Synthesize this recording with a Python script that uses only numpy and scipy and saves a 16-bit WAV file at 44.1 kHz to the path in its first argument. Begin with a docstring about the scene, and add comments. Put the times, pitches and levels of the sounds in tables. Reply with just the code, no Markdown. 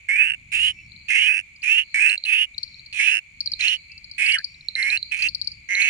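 """Two male reed frogs squabble on a stem over a pond at night, an arm's length away, trading short calls.
Each call is a train of pulses from the voice box that rings the vocal sac; the sac tightens, so the
pitch rises. Smaller frogs click among the reeds. Behind them a far chorus, crickets and a faint
trill carry on, and the air rumbles softly."""
import sys
import numpy as np
from scipy import signal
from scipy.fft import rfft, irfft, next_fast_len
from scipy.io import wavfile
from scipy.ndimage import uniform_filter1d

SR = 44100
rng = np.random.default_rng(int(sys.argv[2]) if len(sys.argv) > 2 else 0)


def put_to_file(sound):
    """Save the sound as 16-bit audio at rate SR, in the file named by the first command-line argument."""
    columns = np.atleast_2d(sound).T  # one column per channel
    safe = np.clip(columns, -1, 1)
    whole_steps = np.round(safe * 32767)
    wavfile.write(sys.argv[1], SR, whole_steps.astype(np.int16))


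N = 259749
TIME = np.arange(N) / SR

# Tone colour of the rumbling air and of the far chorus: pitch_hz, gain_db
RUMBLE_COLOUR = [(12, -34), (20, -4), (76, 3.5), (184, -5), (338, -21.5), (420, -34.5), (550, -46.5),
                 (920, -120)]
CHORUS_COLOUR = [(300, -31.5), (1000, -31), (1500, -30), (1900, -21.5), (2300, 4), (2800, -17.5),
                 (3500, -26), (5600, -36), (6500, -28), (7600, -31.5), (9000, -36), (11000, -44.5),
                 (15000, -52.5)]
# How the rumble swells and fades: time_s, level_db
RUMBLE_LEVELS = [(0.0, -60.5), (0.92, -51), (1.15, -58.5), (2.15, -66.5), (2.85, -59), (3.17, -67),
                 (3.46, -57), (4.25, -61), (5.51, -55), (5.89, -62)]
# When the faint trill sounds: start_s, end_s
TRILL_TIMES = [(.68, .875), (2.57, 2.8), (4.48, 4.72)]
# Waves of far clicking: crest_s, level_db
CLICK_WAVES = [(0.97, -53.5), (1.9, -51.5), (2.75, -49), (3.6, -44.5), (4.15, -50), (5.0, -43), (5.35, -59),
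               (5.87, -42.5)]
# Reed frogs farther off: start_s, length_s, first_hz, last_hz, level_db
FAR_CALLS = [(0.75, 0.094, 2370, 3000, -44.5), (0.827, 0.24, 2590, 3050, -66),
             (3.889, 0.061, 2370, 2870, -44.5), (3.929, 0.068, 2550, 2700, -48.5)]
# Runs of single and of double clicks (pan_db is how much louder the left side is):
# pitch_hz, pan_db, first_db, last_db, click_times_s
SINGLE_CLICK_RUNS = [(4115, 12, -39, -39, (0.919, 0.9622)), (4150, -4, -21, -19, (2.0966, 2.1779, 2.2379)),
                     (4080, 11, -24.5, -24.5, (2.2514,)),
                     (4050, 6, -39, -37, (2.5456, 2.6768, 2.7437, 2.7949)),
                     (4155, -8, -17.5, -16, (3.474, 3.5358, 3.6098, 3.681)),
                     (4100, 5.5, -40, -38, (4.545, 4.6087)),
                     (4135, -5.5, -16, -18.5, (4.6851, 4.7528, 4.827, 4.9014, 4.9731, 5.0277)),
                     (4105, -4, -17.5, -18, (5.7512, 5.8192))]
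DOUBLE_CLICK_RUNS = [(4500, 4, -43, -34, (1.5609, 1.6202)), (4330, 11, -20, -18.5, (2.5805, 2.6311)),
                     (4375, 7.5, -33, -32, (2.8614, 2.9266)),
                     (4485, 6, -15.5, -17, (3.4056, 3.4594, 3.5179)),
                     (4440, 6.5, -35.5, -15.5, (3.917, 3.9781, 4.0434, 4.1131, 4.2624, 4.3211, 4.3849, 4.4437)),
                     (4465, 9, -17.5, -14.5, (5.223, 5.2858, 5.3479, 5.4144, 5.4727)),
                     (4650, -3, -32, -27.5, (5.1936, 5.4455, 5.517))]
# How the two males' sound reaches the left and right sides: pitch_hz, pan_db, left_lead_radians
NEAR_PATH = [(500, 7.5, 1.5), (1480, 6.5, 0.5), (1716, -3, 0.33), (1901, 2.5, 2), (1977, -8, -0.3),
             (2340, -7.5, -2.25), (2423, -4, 2.14), (2430, -17, -1.5), (2710, -10, -2), (2980, -9.5, -1.67),
             (3270, -3.5, -2), (5580, -4, -5.5), (7240, -2.5, -4), (8360, 5.5, -2), (14000, 7, -1)]
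# Tone colour of each male's rasp: pitch_hz, gain_db
DEEP_RASP = [(300, -12), (800, -13.5), (1400, -0.5), (3000, -6.5), (4300, -1.5), (5500, 5), (7500, -1),
             (9300, 3.5), (10200, -9.5), (11300, -35.5), (13700, -16), (15500, -35.5)]
HIGH_RASP = [(300, -15), (700, -13.5), (1400, -3), (3300, 12.5), (4300, 0.5), (6000, 7.5), (8000, 2.5),
             (10300, 0), (11100, -12), (12000, -32), (13500, -14), (15500, -39.5)]
# Calls of the deeper and the higher male (steepest_at and roughness run from 0 to 1):
# start_s, length_s, attack_s, rattle_s, pulses_per_s, first_hz, last_hz, steepest_at,
# ring_hz, voice_db, swell_db, rasp_db, roughness
DEEP_CALLS = [(0.085, 0.268, 0.0071, 0.11, 366, 2101, 2801, 0.34, 8450, -18.5, 6.5, -47.5, 0.27),
              (1.1, 0.31, 0.0026, 0.059, 380, 2150, 2683, 0.5, 8700, -21, 6.5, -44, 0.3),
              (1.942, 0.22, 0.0021, 0.07, 340, 2214, 2734, 0.38, 8400, -17, 3.5, -42, 0.29),
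              (2.987, 0.21, 0.004, 0.063, 298, 2195, 2780, 0.35, 9230, -18.5, 4, -42.5, 0.22),
              (4.18, 0.234, 0.013, 0.064, 290, 2199, 2334, 0.55, 9300, -21.5, -3, -45.5, 0.24),
              (4.757, 0.22, 0.058, 0.021, 293, 2093, 2862, 0.88, 10150, -19.5, 1, -44.5, 0.12),
              (5.688, 0.21, 0.045, 0.02, 214, 2071, 2270, 0.29, 6400, -20.5, 2, -42.5, 0.15)]
HIGH_CALLS = [(0.518, 0.205, 0.015, 0.035, 472, 2389, 2985, 0.25, 9400, -19.5, 3, -40.5, 0.08),
              (1.083, 0.207, 0.016, 0.03, 504.4, 2407, 2976, 0.43, 9250, -19.5, 2.5, -45, 0.1),
              (1.628, 0.21, 0.043, 0.066, 500.5, 2290, 2853, 0.29, 9740, -17, 2.5, -42.5, 0.049),
              (2.25, 0.21, 0.055, 0.041, 440.2, 2470, 2898, 0.52, 10200, -18.5, 3, -43.5, 0.067),
              (2.927, 0.21, 0.083, 0.038, 399.7, 2366, 2873, 0.47, 9500, -21.5, 0.5, -40.5, 0.092),
              (3.592, 0.18, 0.027, 0.045, 589, 2240, 2950, 0.27, 8800, -20, 2.5, -38.5, 0.14),
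              (4.18, 0.2, 0.025, 0.041, 492.6, 2321, 2946, 0.46, 9800, -20.5, 2, -42.5, 0.1),
              (5.113, 0.085, 0.0087, 0.1, 454, 2285, 2456, 0.45, 8800, -19, -3, -46.5, 0.061),
              (5.165, 0.12, 0.072, 0.023, 369.7, 2397, 2680, 0.57, 10200, -18.5, 1.5, -41.5, 0.2),
              (5.795, 0.13, 0.0084, 0.02, 449.5, 2340, 2645, 0.14, 9300, -19, 0, -46, 0.13)]
# The deeper male's sac goes slack once in mid call: time_s, pitch_share, gain_db
SLACK_SAC = [(4.343, 1, 4), (4.358, 0.79, 0.5), (4.38, 0.49, -12), (4.395, 0.715, -10), (4.44, 0.78, -6)]

# How each male shapes all his calls
DEEP_HABIT = dict(rise_width=0.17, rate_sag=0.25, last_rate=88, attack_db=7, release_db=12,
                  best_hz=2550, best_width_hz=93, rattle_bend=0.8, release_bend=3.6,
                  onset_hz=0, onset_rough=0.06, onset_rasp_db=3.5, onset_slowing=0)
HIGH_HABIT = dict(rise_width=0.17, rate_sag=0.28, last_rate=110, attack_db=11, release_db=22,
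                  best_hz=2750, best_width_hz=234, rattle_bend=1.5, release_bend=2.45,
                  onset_hz=193, onset_rough=0.38, onset_rasp_db=6, onset_slowing=0.35)


def from_db(db):
    """Turns decibels into a number to multiply by."""
    return 10 ** (np.asarray(db) / 20)


def rms_one(x):
    """Scales a sound to an average power of 1."""
    return x / np.sqrt(np.mean(x ** 2) + 1e-20)


def panned(x, pan_db):
    """Makes the left side pan_db louder than the right."""
    gains = from_db([[pan_db / 2], [-pan_db / 2]])
    return x * gains / gains.mean()


def on_bins(points, size):
    """Reads a table's columns at every frequency of an FFT."""
    hz, *columns = np.transpose(points)
    log_hz = np.log(np.arange(size // 2 + 1) * SR / size + 1)
    return [np.interp(log_hz, np.log(hz), column) for column in columns]


def coloured(x, colour):
    """Gives a sound a tone colour, with no ringing ahead of it (a minimum-phase filter)."""
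    size = 2 * next_fast_len(x.shape[-1] // 2 + 1024)
    cepstrum = irfft(np.log(from_db(on_bins(colour, size)[0])))
    cepstrum[1:size // 2] *= 2
    cepstrum[size // 2 + 1:] = 0
    return irfft(rfft(x, size) * np.exp(rfft(cepstrum)))[..., :x.shape[-1]]


def band(x, low_hz, high_hz, order=2):
    """Keeps what lies between two pitches."""
    sections = signal.butter(order, [low_hz, high_hz], "band", fs=SR, output="sos")
    return signal.sosfilt(sections, x + 1e-18)


def drift(per_s):
    """A random wander, about 1 in size."""
    knots = rng.standard_normal(4096)
    return np.interp(TIME * per_s, np.arange(len(knots)), knots)


def resonance(x, hz, width_hz):
    """Rings at a pitch that may move; a narrower width rings longer."""
    turn = np.exp(2j * np.pi * np.cumsum(hz + np.zeros(x.shape[-1])) / SR)
    decay = np.exp(-np.pi * width_hz / SR)
    return 2 * np.real(turn * signal.lfilter([1 - decay], [1, -decay], x / turn + 1e-18))


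def evened(x, size=620):
    """Holds the power near 1 over a few pulses, leaving each pulse its shape."""
    power = np.mean(x ** 2, axis=0)
    slow = uniform_filter1d(uniform_filter1d(power, size), size)
    return x / np.sqrt(np.abs(slow) + power.mean() / 100 + 1e-20)


def air_rumble():
    """Low noise that swells and fades, nearly the same on both sides."""
    middle, side = rms_one(coloured(rng.standard_normal((2, N)), RUMBLE_COLOUR))
    level_db = np.interp(TIME, *np.transpose(RUMBLE_LEVELS)) + 2 * drift(7)
    spread = from_db(-11.5) * band(side, 130, 500, order=1) * [[1], [-1]]
    return from_db(level_db) * (middle + spread)


def far_chorus():
    """Many far calls blend into one flickering band of noise."""
    level_db = -49 + 0.52 * drift(37)
    return from_db(level_db) * rms_one(coloured(rng.standard_normal((2, N)), CHORUS_COLOUR))


def far_clicks(per_s=260, width_hz=170, rise_db_per_s=85, fall_db_per_s=40.5, lull_db=-71.5):
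    """Far clicking frogs set each other off in waves that build quickly and ebb slowly."""
    waves = [db - np.maximum(rise_db_per_s * (crest_s - TIME), fall_db_per_s * (TIME - crest_s))
             for crest_s, db in CLICK_WAVES]
    level_db = np.maximum(np.max(waves, axis=0), lull_db) + 1.3 * drift(40)
    out = np.zeros((2, N))
    for hz in np.linspace(4080, 4560, num=6):
        clicks = (rng.random((2, N)) < per_s / SR) * rng.standard_normal((2, N))
        out += band(clicks, hz - width_hz / 2, hz + width_hz / 2, order=3)
    return from_db(level_db) * rms_one(out)


def trill(hz, sweep_hz, per_s, sharpness, blur):
    """Short, quickly repeated tones, each sliding down, blurred by the distance."""
    beat = (per_s * TIME + 0.092 * drift(9.3)) % 1
    throb = np.abs(np.sin(np.pi * beat)) ** sharpness
    pitch_hz = hz + sweep_hz * (.5 - beat) + 60 * drift(220)
    tone = np.sin(2 * np.pi * np.cumsum(pitch_hz) / SR)
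    scatter = rms_one(band(rng.standard_normal((2, N)), hz - 150, hz + 150))
    return rms_one(throb * (tone + blur * scatter))


def crickets():
    """One high trill never stops; a lower one joins in three times."""
    high = trill(6953, sweep_hz=150, per_s=64, sharpness=2.5, blur=1.0)
    low = trill(5500, sweep_hz=900, per_s=84, sharpness=1.4, blur=0.33)
    singing = sum(1. * ((TIME > start) & (TIME < end)) for start, end in TRILL_TIMES)
    return from_db(-71) * high + from_db(-67) * uniform_filter1d(singing, size=900) * low


def far_reed_frogs(per_s=330, width_hz=160):
    """From across the pond, pulses ring a sac whose pitch rises."""
    out = np.zeros((2, N))
    for start, length, first_hz, last_hz, level_db in FAR_CALLS:
        span = (TIME >= start) & (TIME < start + length)
        progress = (TIME[span] - start) / length
        pulses = np.diff(np.floor(TIME[span] * per_s), prepend=np.floor(start * per_s))
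        strength = 1 + .5 * rng.standard_normal((2, N))[:, span]
        sac = resonance(pulses * strength, first_hz + (last_hz - first_hz) * progress, width_hz)
        out[:, span] += from_db(level_db) * np.sin(np.pi * progress) * rms_one(band(sac, 2100, 2560))
    return out


def among_reeds(x, early_db, early_fade_s, late_db, late_fade_s):
    """Adds quick echoes from the stems and a faint tail from the banks."""
    t = np.arange(SR // 2) / SR
    scatter, tail = rng.standard_normal((2, 2, len(t))) * (t > .002)
    early = from_db(early_db) * rms_one(scatter * from_db(-60 * t / early_fade_s))
    late = from_db(late_db) * rms_one(tail * from_db(-60 * t / late_fade_s))
    return x + signal.fftconvolve(x, (early + late) / np.sqrt(len(t)), axes=1)[:, :N]


def clicks_of(runs):
    """Through a run a frog keeps its place and rough pitch while its strength changes steadily."""
    clicks = []
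    for hz, pan_db, first_db, last_db, times in runs:
        for start in times:
            level_db = np.interp(start, [times[0], times[-1]], [first_db, last_db])
            level_db += 0.58 * rng.standard_normal()
            clicks.append((start, level_db, hz + 70 * rng.standard_normal(), pan_db))
    return clicks


def click_frogs(runs, beats, swell_s, sharpness, chirp, octave_db, snap_db, left_lag_s):
    """A click is a few beats (delay_s, gain_db), each a tiny tone that starts high and settles."""
    out, t = np.zeros((2, N + SR)), np.arange(SR // 30) / SR
    for start, level_db, hz, pan_db in clicks_of(runs):
        click, strain = 0, np.exp(0.1222 * rng.standard_normal())   # no two clicks are quite alike
        for delay_s, beat_db in beats:
            age = np.maximum(t - delay_s * strain - np.array([[left_lag_s], [0]]), 0) / swell_s
            swell = (age * np.exp(1 - age)) ** (sharpness * strain)
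            phase = 2 * np.pi * hz * swell_s * (age + chirp * (1 - np.exp(-age)))
            tone = np.sin(phase) + from_db(octave_db) * np.sin(2 * phase)
            noise = band(rng.standard_normal(len(t)), 3000, 13000)
            snap = from_db(snap_db) * np.exp(-age) * (age > 0) * noise
            click = click + from_db(beat_db) * (swell * tone + snap)
        at = round(start * SR)
        out[:, at:at + len(t)] += panned(from_db(level_db) * click, pan_db)
    return out[:, :N]


def near_path(x):
    """Water and reeds reflect the call, so each side gets its own colour and delay."""
    size = 2 * next_fast_len(len(x))
    pan_db, lead = on_bins(NEAR_PATH, size)
    left = from_db(pan_db)
    sides = np.array([left * np.exp(1j * lead), np.ones(len(lead))]) / np.sqrt(1 + left ** 2)
    return irfft(rfft(x, size) * sides)[:, :len(x)]


def off_stems(x, scatter_db=-2, fade_s=0.009):
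    """Thin stems scatter only the treble, differently towards each side."""
    t = np.arange(SR // 100) / SR
    echoes = band(rng.standard_normal((2, len(t))), 2200, 14000, order=1) * from_db(-60 * t / fade_s)
    scattered = signal.fftconvolve(x, rms_one(echoes) / np.sqrt(len(t)), axes=1)
    return x + from_db(scatter_db) * scattered[:, :x.shape[1]]


def call_shape(t, call, rise_width, rate_sag, last_rate, attack_db, release_db, best_hz, best_width_hz,
               rattle_bend, release_bend, onset_hz, onset_rough, onset_rasp_db, onset_slowing):
    """A call starts harsh, rises in an S-curve as the sac tightens, and runs down in a rattle."""
    start, length, attack_s, rattle_s, rate, first_hz, last_hz, steepest_at = call[:8]
    voice_db, swell_db, rasp_db, rough = call[9:]
    age = np.minimum(t - start, length)
    harsh = np.exp(-age / 0.025)
    rise = np.tanh((age / length - steepest_at) / (2 * rise_width))
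    sac_hz = first_hz + (last_hz - first_hz) * (rise - rise[0]) / (rise[-1] - rise[0])
    opening = np.clip(1 - age / attack_s, 0, 1)
    closing = np.clip(1 - (length - age) / rattle_s, 0, 1)
    # the pulses waver and slow a little, then their gaps stretch into a dry rattle
    rate = rate * (1 - rate_sag * age / length) * np.exp(0.06 * drift(25)[:len(t)])
    slowed = closing ** rattle_bend
    gap_s = (1 - slowed) * (1 + onset_slowing * harsh) / rate + slowed / last_rate
    # a gap lasts a whole number of sac swings, so the pulse rate rises with the sac, then steps down
    swings = np.maximum(np.round(sac_hz * gap_s), 1)
    effort_db = -attack_db * opening - release_db * closing ** release_bend
    # the level changes by up to swell_db as the sac passes its best pitch
    tuned_db = swell_db * np.exp(-((sac_hz - best_hz) / best_width_hz) ** 2)
    return (sac_hz / swings, sac_hz + onset_hz * harsh, voice_db + effort_db + tuned_db,
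            rasp_db + effort_db + onset_rasp_db * harsh, rough + onset_rough * harsh)


def voice_box(t, end, rate, sac_hz, rough, lock, jitter=2.2, shimmer_db=7):
    """Uneven pulses; lock (0 to 1) pulls each one into step with the swing of the sac."""
    chance = rng.standard_normal((400, 2))
    beats, swings = np.cumsum(rate) / SR, np.cumsum(sac_hz) / SR
    k = np.arange(int(np.interp(end, t, beats)) + 1)
    unrest = np.interp(k, beats, rough)
    slip = (.012 + jitter * unrest ** 2) * chance[k, 0]   # a calm voice keeps nearly strict time
    gaps = np.diff(np.interp(k + slip, beats, swings), prepend=0)
    pulled = np.cumsum(gaps + lock * (np.round(gaps) - gaps))
    at = np.round(np.interp(pulled, swings, np.arange(len(t)))).astype(int)
    pulses = np.zeros(len(t))
    pulses[at] = from_db(shimmer_db * unrest * chance[k, 1])
    return pulses


def reed_frog(calls, habit, rasp_colour, sac_width_hz, throat_hz, throat_width_hz, throat_db,
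              voice_band_hz, ring_db, ring_width_hz, hiss, lock, drive, overtone_db, slack=None):
    """Pulses ring the sac and throat; their sharp edges and the sac's overtones give the rasp."""
    out = np.zeros((2, N))
    for call in calls:
        start, end, ring_hz = call[0], call[0] + call[1], call[8]
        span = (TIME >= start) & (TIME < end + .02)
        t = TIME[span]
        rate, sac_hz, voice_db, rasp_db, rough = call_shape(t, call, **habit)
        ring_hz = ring_hz * (sac_hz / sac_hz.mean()) ** 0.3   # a high ring partly follows the rise
        if slack:
            time_s, pitch_share, gain_db = np.transpose(slack)
            slack_db = np.interp(t, time_s, gain_db, left=0, right=0)
            sac_hz = sac_hz * np.interp(t, time_s, pitch_share, left=1, right=1)
            voice_db, rasp_db = voice_db + slack_db, rasp_db + 2 * slack_db
        # the sac flutters in pitch and strength, more so when the voice is rough
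        sac_hz = sac_hz * (1 + (.009 + .06 * rough) * drift(150)[span])
        flutter_db = (1.5 + 1.5 * rough) * drift(130)[span]
        pulses = voice_box(t, end, rate, sac_hz, rough, lock)
        throat = from_db(throat_db) * resonance(pulses, throat_hz, throat_width_hz)
        swing = band(resonance(pulses, sac_hz, sac_width_hz) - throat, *voice_band_hz)
        # the tight skin limits the swing, and the flattened tops make overtones
        swing = np.tanh(drive * evened(swing[None])[0])
        voice = band(swing, *voice_band_hz, order=4)
        overtones = rms_one(band(swing, 4320, 14500, order=4))
        # a puff of air follows each pulse
        airflow = signal.lfilter([1], [1, -np.exp(-1 / (0.0017 * SR))], pulses)
        puffs = airflow * rng.standard_normal(N)[span]
        edges = rms_one(pulses + hiss * puffs) + from_db(overtone_db) * overtones
        ring = from_db(ring_db) * resonance(edges, ring_hz, ring_width_hz)
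        rasp = rms_one(coloured(edges + ring, rasp_colour))
        # the harder the sac is driven, the more it rings at five times its pitch
        fifth = rms_one(band(resonance(edges, 5 * sac_hz, 700), 13000, 14900))
        rasp += from_db(-29 + 0.34 * (voice_db + 14.5)) * fifth
        voice = from_db(voice_db - 1) * evened(near_path(voice))
        rasp = from_db(rasp_db + 3.5) * evened(off_stems(near_path(rasp)))
        fade_in = 1 - np.exp(-(t - start) / 0.0005)
        fade_out_db = -3000 * np.maximum(t - end, 0)
        out[:, span] += fade_in * from_db(flutter_db + fade_out_db) * (voice + rasp)
    return out


def scene():
    """The two males in front, the clicking frogs around them and the night behind."""
    deep = reed_frog(DEEP_CALLS, DEEP_HABIT, DEEP_RASP, sac_width_hz=211, voice_band_hz=(1496, 3003),
                     throat_hz=1600, throat_width_hz=327, throat_db=-15.5, ring_db=12, ring_width_hz=680,
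                     hiss=0.043, lock=0.5, drive=0.89, overtone_db=-14.5, slack=SLACK_SAC)
    high = reed_frog(HIGH_CALLS, HIGH_HABIT, HIGH_RASP, sac_width_hz=164, voice_band_hz=(1500, 3274),
                     throat_hz=1677, throat_width_hz=470, throat_db=-35.5, ring_db=4.5,
                     ring_width_hz=910, hiss=0.1, lock=0, drive=0.71, overtone_db=-10.5)
    single = click_frogs(SINGLE_CLICK_RUNS, [(0, 3.5), (.005, -15)], swell_s=0.0015,
                         sharpness=1.8, chirp=0.0051, octave_db=-33, snap_db=-39, left_lag_s=44e-6)
    double = click_frogs(DOUBLE_CLICK_RUNS, [(0, 2.5), (.003, 1.5), (.007, -7)], swell_s=0.00096,
                         sharpness=2.26, chirp=0.053, octave_db=-30.5, snap_db=-35.5, left_lag_s=78e-6)
    males = among_reeds(deep + high, early_db=-12, early_fade_s=0.029, late_db=-40, late_fade_s=0.29)
    clicks = among_reeds(single + double, early_db=-28, early_fade_s=.09, late_db=-15, late_fade_s=0.32)
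    night = far_chorus() + panned(far_clicks() + crickets(), pan_db=3) + air_rumble() + far_reed_frogs()
    return night + clicks + males


def record(dry, cutoff_hz=15750):
    """Cuts the very highest treble steeply."""
    return signal.sosfilt(signal.ellip(10, .1, 90, cutoff_hz, fs=SR, output="sos"), dry)


dry = scene()
out = record(dry)
put_to_file(out)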